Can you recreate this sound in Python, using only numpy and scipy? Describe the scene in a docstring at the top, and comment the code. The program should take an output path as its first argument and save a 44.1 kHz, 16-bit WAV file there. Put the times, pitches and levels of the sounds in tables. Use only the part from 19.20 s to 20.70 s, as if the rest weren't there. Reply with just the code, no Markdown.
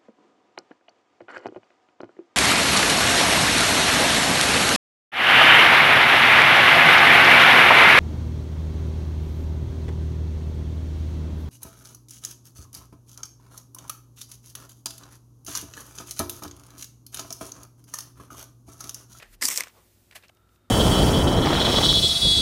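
"""A plastic pot of soil crunches once as a hand moves it, close by in a quiet room.
The crunch is a stream of tiny slips of grit, with sharp snaps that ring briefly in the hollow
plastic and dull bumps that the soil damps. Light finger brushes come before and after it,
and single crumbs tick as it dies away. Under it all lie room rumble, hiss and a low hum;
a faint whine joins near the end."""
import sys
import numpy as np
from scipy import signal
from scipy.fft import rfft, irfft, next_fast_len
from scipy.io import wavfile

SR = 44100
rng = np.random.default_rng(int(sys.argv[2]) if len(sys.argv) > 2 else 0)


def pcm_store(signal):
    """Save signal as 16-bit PCM."""
    levels = np.round(np.clip(np.atleast_2d(signal), -1, 1) * 32767)
    wavfile.write(sys.argv[1], SR, levels.astype(np.int16).T)


N = 66150
TIME = np.arange(N) / SR


def from_db(db):
    """Turn decibels into a gain."""
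    return 10 ** (np.asarray(db) / 20)


def rms_one(x):
    """Scale a sound to an average power of one."""
    return x / np.sqrt(np.mean(x ** 2) + 1e-20)


def at_peak(x, db):
    """Scale a sound so that its peak has the given level."""
    return from_db(db) * x / np.abs(x).max()


def gains(rows):
    """Turn rows of a time and its levels into smooth gain curves."""
    times, *columns = np.transpose(rows)
    return [from_db(np.interp(TIME, times, levels)) for levels in columns]


def coloured(x, points):
    """Shape the lows and highs of a sound along (Hz, dB) points; its power comes out as one."""
    size = 2 * next_fast_len(N)
    hz, db = np.transpose(points)
    bin_hz = np.arange(size // 2 + 1) * SR / size
    curve = from_db(np.interp(np.log(bin_hz + 1), np.log(hz), db))
    # minimum phase: the filter never sounds before the click that drives it
    cepstrum = irfft(np.log(curve))
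    cepstrum[1:size // 2] *= 2
    cepstrum[size // 2 + 1:] = 0
    return rms_one(irfft(rfft(x, size) * np.exp(rfft(cepstrum)))[:N])


def resonance(x, hz, q):
    """Keep the band around one pitch; a higher q makes it narrower."""
    return signal.lfilter(*signal.iirpeak(hz, q, fs=SR), x + 1e-18)


def low_cut(x, hz):
    """Weaken everything below a pitch."""
    return signal.sosfilt(signal.butter(2, hz, "high", fs=SR, output="sos"), x + 1e-18)


def tone(hz):
    """A steady sine wave that starts anywhere in its cycle."""
    return rms_one(np.sin(2 * np.pi * (hz * TIME + rng.random())))


def dying(start, t60):
    """Start suddenly, then fade by 60 dB every t60 seconds."""
    return (TIME >= start) * from_db(-60 * np.maximum(TIME - start, 0) / t60)


def ring(start, db, hz, t60):
    """The fading note of something struck."""
    return from_db(db) * dying(start, t60) * np.sin(2 * np.pi * hz * (TIME - start))


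def swell(peak_s, rise_s, fall_s, db):
    """The loudness of a stroke: a rounded rise to its peak, then a fade."""
    age = TIME - peak_s
    return from_db(db) * np.exp(-np.where(age < 0, (age / rise_s) ** 2, age / fall_s))


def grains(per_s, spread_db=3.5):
    """Tiny slips as random clicks, many small and a few large."""
    sizes = from_db(spread_db * np.minimum(rng.exponential(1, N), 4))
    signs = rng.choice([-1, 1], N)
    return sizes * signs * (rng.random(N) < per_s / SR)


def fracture(start, splinter_db, t60):
    """A break: one click, then a fading spray of splinters."""
    spray = from_db(splinter_db) * dying(start, t60) * rng.standard_normal(N)
    spray[int(start * SR)] = -1
    return spray


def background():
    """A quiet room: steady rumble and hum, hiss that rises and falls, and a late, faint whine."""
    # tone colours of the rumble and the hiss: f/Hz, relative level/dB
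    room_colour = [(20, -18.5), (58, 1), (110, 0.5), (150, -5.5), (240, -1.5), (370, -9.5), (600, -11),
                   (1000, -18.5), (2000, -23.5), (4000, -27.5), (15000, -43)]
    hiss_colour = [(200, -9.5), (2000, -1.5), (6000, 0), (15000, 1.5)]
    # loudness of the hiss: t/s, level/dB
    hiss_levels = [(0, -81), (.15, -55.5), (.163, -89), (.198, -73), (.22, -64), (.6, -63), (.93, -66),
                   (1.02, -66.5), (1.09, -72), (1.26, -76.5), (1.35, -68), (1.39, -77), (1.5, -78)]
    # notes of the hum: f/Hz, level/dB
    hum_notes = [(59, -72.5), (101, -70.5), (353, -76.5)]
    # narrow noise bands of the whine: f/Hz, width/Hz, level/dB
    whine_bands = [(1340, 89, -72.5), (3696, 53, -83)]
    rumble = from_db(-66.5) * coloured(rng.standard_normal(N), room_colour)
    hiss = gains(hiss_levels)[0] * coloured(rng.standard_normal(N), hiss_colour)
    hum = sum(from_db(db) * tone(hz) for hz, db in hum_notes)
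    whine = sum(from_db(db) * rms_one(resonance(rng.standard_normal(N), hz, hz / width))
                for hz, width, db in whine_bands)
    fade_in = np.clip((TIME - 1.07) / .091, 0, 1)
    return rumble + hiss + hum + whine * fade_in


def fingers():
    """Fingers slide on the pot: grainy brushes with one pitch each, airy swishes and a soft rub."""
    # light brushes: peak t/s, rise/s, fall/s, level/dB, resonance f/Hz
    brushes = [(.001, 0.0035, .006, -46, 2630), (0.03, 0.0064, .003, -41, 2440),
               (0.051, 0.06, .035, -55, 1856), (.927, 0.0058, .009, -51.5, 1870),
               (0.96, 0.0074, 0.0077, -44.5, 2500), (.966, 0.0039, 0.0021, -44.5, 4500),
               (0.974, 0.0089, 0.028, -56, 1770), (1.027, 0.0016, .002, -54, 4030),
               (1.039, .005, 0.018, -53, 2700), (1.097, 0.0049, .0015, -52, 2690)]
    # swishes of skin: peak t/s, rise/s, fall/s, level/dB
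    swishes = [(.143, 0.02, 0.01, -56), (0.96, 0.0077, 0.014, -43)]
    # tone colours of the three kinds of touch: f/Hz, relative level/dB
    brush_colour = [(150, -18.5), (350, -4.5), (620, 2), (950, -2), (1800, 1), (3000, -2), (5500, -10),
                    (15000, -19)]
    swish_colour = [(400, -15), (1800, 5), (3500, 0), (6500, -1), (8500, 0), (11000, -0.5), (15000, -5)]
    rub_colour = [(150, -18), (480, -1), (720, -6), (1100, -4.5), (1600, -14.5), (5000, -21.5),
                  (15000, -32)]
    friction = coloured(grains(per_s=7900), brush_colour)
    brushing = 0
    for peak_s, rise_s, fall_s, db, hz in brushes:
        ringing = from_db(7.5) * resonance(friction, hz, q=13)
        brushing += swell(peak_s, rise_s, fall_s, db) * rms_one(friction + ringing)
    swishing = sum(swell(*row) for row in swishes) * coloured(rng.standard_normal(N), swish_colour)
    rub_gain = swell(peak_s=.587, rise_s=.058, fall_s=.042, db=-58.5)
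    return brushing + swishing + rub_gain * coloured(rng.standard_normal(N), rub_colour)


def sway():
    """The microphone moves and gives one brief, deep rumble."""
    return swell(peak_s=.15, rise_s=.089, fall_s=.061, db=-55) * tone(hz=37.07)


def crunch():
    """Grit slips under the grip, coarse and then finer, heard directly and through the hollow pot."""
    # loudness of the sliding grit: t/s, crisp relative level/dB, hollow rasp level/dB
    grit_levels = [(.205, -81, -80), (.211, -62, -60), (.2135, -39, -36), (.2175, -40, -47.5),
                   (.22, -30, -35), (.227, -29, -31.5), (.236, -31.5, -40), (.256, -25, -37.5),
                   (.272, -33, -49.5), (.282, -28.5, -45), (.287, -18, -30.5), (.293, -37.5, -38),
                   (.304, -31, -38.5), (.324, -29, -39), (.338, -35.5, -43), (.356, -36, -49.5),
                   (.361, -29, -43.5), (.372, -31.5, -46), (.383, -26, -37.5), (.394, -40, -43.5),
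                   (.405, -30.5, -35), (.413, -41.5, -41.5), (.425, -42, -40), (.431, -59, -57),
                   (.437, -44, -41), (.449, -55.5, -53), (.472, -55, -52.5), (.495, -66, -57.5),
                   (.515, -79, -67.5), (.56, -110, -110)]
    # tone colours of coarse grains, fine grains and the rasp: f/Hz, relative level/dB
    coarse_colour = [(300, -38), (1500, -23), (3400, -20.5), (4000, -11.5), (4700, 4.5), (6500, -4.5),
                     (8700, 1), (11500, -4), (13500, -11.5), (15000, -9)]
    fine_colour = [(300, -41.5), (1500, -22), (2900, -8.5), (4700, -13.5), (5500, 2.5), (6900, -2.5),
                   (8400, 0), (10500, -11), (12000, -8), (14500, -6.5)]
    rasp_colour = [(100, -24), (250, -11), (520, -10.5), (740, -15), (1050, -4.5), (1450, -10.5),
                   (2050, -3), (2700, -7.5), (4000, -13), (12000, -35.5)]
    slips_per_s, settle_s, blend_s = 7000, .28, .02
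    coarse = coloured(grains(slips_per_s), coarse_colour)
    fine = coloured(grains(slips_per_s), fine_colour)
    rasp = coloured(grains(slips_per_s), rasp_colour)
    settled = np.clip((TIME - settle_s) / blend_s + .5, 0, 1)
    crisp = np.sqrt(1 - settled) * coarse + np.sqrt(settled) * fine
    crisp_gain, rasp_gain = gains(grit_levels)
    return from_db(.5) * crisp_gain * crisp + rasp_gain * rasp


def snaps():
    """Each snap is a moment of gathering splinters, a bright crack and a very short hollow ring."""
    # snaps: t/s, crack peak level/dB, crack f/Hz, ring level before the low cut/dB, ring f/Hz
    events = [(0.2131, -26.5, 6000, -31.5, 1920), (0.225, -8.5, 5400, -16, 1944),
              (0.2279, -21, 5950, -18.5, 1806), (0.2313, -16, 11100, -34, 1890),
              (0.2367, -9, 6600, -30, 1810), (0.2405, -14, 8650, -34.5, 1830),
              (0.2462, -12.5, 5800, -32, 1840), (0.2532, -12, 8150, -38, 1870),
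              (0.254, -4, 7590, -34.5, 1900), (.2557, -8, 5200, -32.5, 1880),
              (0.2681, -11.5, 8000, -40, 2000), (0.2743, -14, 7400, -38, 2000),
              (0.2854, -10, 13410, -28, 2200), (0.2885, -13, 13530, -29, 2200),
              (.3026, -11.5, 8000, -30.5, 2200), (0.3118, -19, 7530, -25, 2100),
              (0.321, -18, 7500, -37.5, 2200), (.3416, -19, 7300, -35.5, 2100),
              (0.36, -15.5, 6850, -31.5, 2100), (0.3755, -3.5, 6680, -27, 2170),
              (.3814, -22, 7400, -31.5, 2180), (0.3834, -21, 6460, -37.5, 2160),
              (0.407, -9.5, 6400, -15.5, 2113), (0.4362, -24, 5860, -30, 2290)]
    creep_s, crack_low_hz = .0011, 3100
    out = 0
    for start, db, hz, ring_db, ring_hz in events:
        creep = swell(start, creep_s, creep_s / 2, db=-23) * rng.standard_normal(N)
        crack = resonance(creep + fracture(start, splinter_db=-14.5, t60=.005), hz, q=2.12)
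        crack = low_cut(low_cut(crack, crack_low_hz), crack_low_hz)
        hollow = low_cut(ring(start, ring_db, ring_hz, t60=.012), hz=900)
        out += at_peak(crack, db) + hollow
    return out


def bumps():
    """The pot thuds softly, and its soil quickly stops the ringing."""
    # dull bumps: t/s, level before the fade-in and low cut/dB, f/Hz, time to fade 60 dB/s
    events = [(.214, -42, 248, 0.055), (.2375, -34.5, 271, .05), (.245, -35.5, 262, 0.077),
              (0.2863, -35.5, 268.4, 0.039), (.315, -49, 400, 0.026), (.380, -31, 503, 0.031),
              (0.406, -43, 523, .025), (.469, -34, 530, 0.012)]
    attack_s = .0033
    thuds = sum(ring(start, db, hz, t60) * np.clip((TIME - start) / attack_s, 0, 1)
                for start, db, hz, t60 in events)
    return low_cut(thuds, hz=170)


def crumbs():
    """Single crumbs tick, each a tiny click with a rough pitch."""
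    # ticks: t/s, peak level/dB, f/Hz
    ticks = [(0.4707, -36.5, 1300), (0.4826, -40, 6360), (0.9109, -40, 1850), (0.9122, -44, 3230),
             (1.083, -46, 4600), (1.098, -50, 770), (1.149, -56, 10170), (1.171, -53, 2900),
             (1.173, -55, 600), (1.291, -59, 2710), (1.360, -55.5, 3070)]
    return sum(at_peak(resonance(fracture(start, splinter_db=-5, t60=.013), hz, q=2.55), db)
               for start, db, hz in ticks)


def scene():
    """All the sounds together in one channel, close and without echo."""
    return (background() + fingers() + sway() + crunch() + snaps() + bumps() + crumbs())[None]


def record(dry):
    """Cut off the highest treble steeply."""
    cutoff_hz = 15250
    return signal.sosfilt(signal.ellip(10, .1, 70, cutoff_hz, fs=SR, output="sos"), dry)


dry = scene()
out = record(dry)
pcm_store(out)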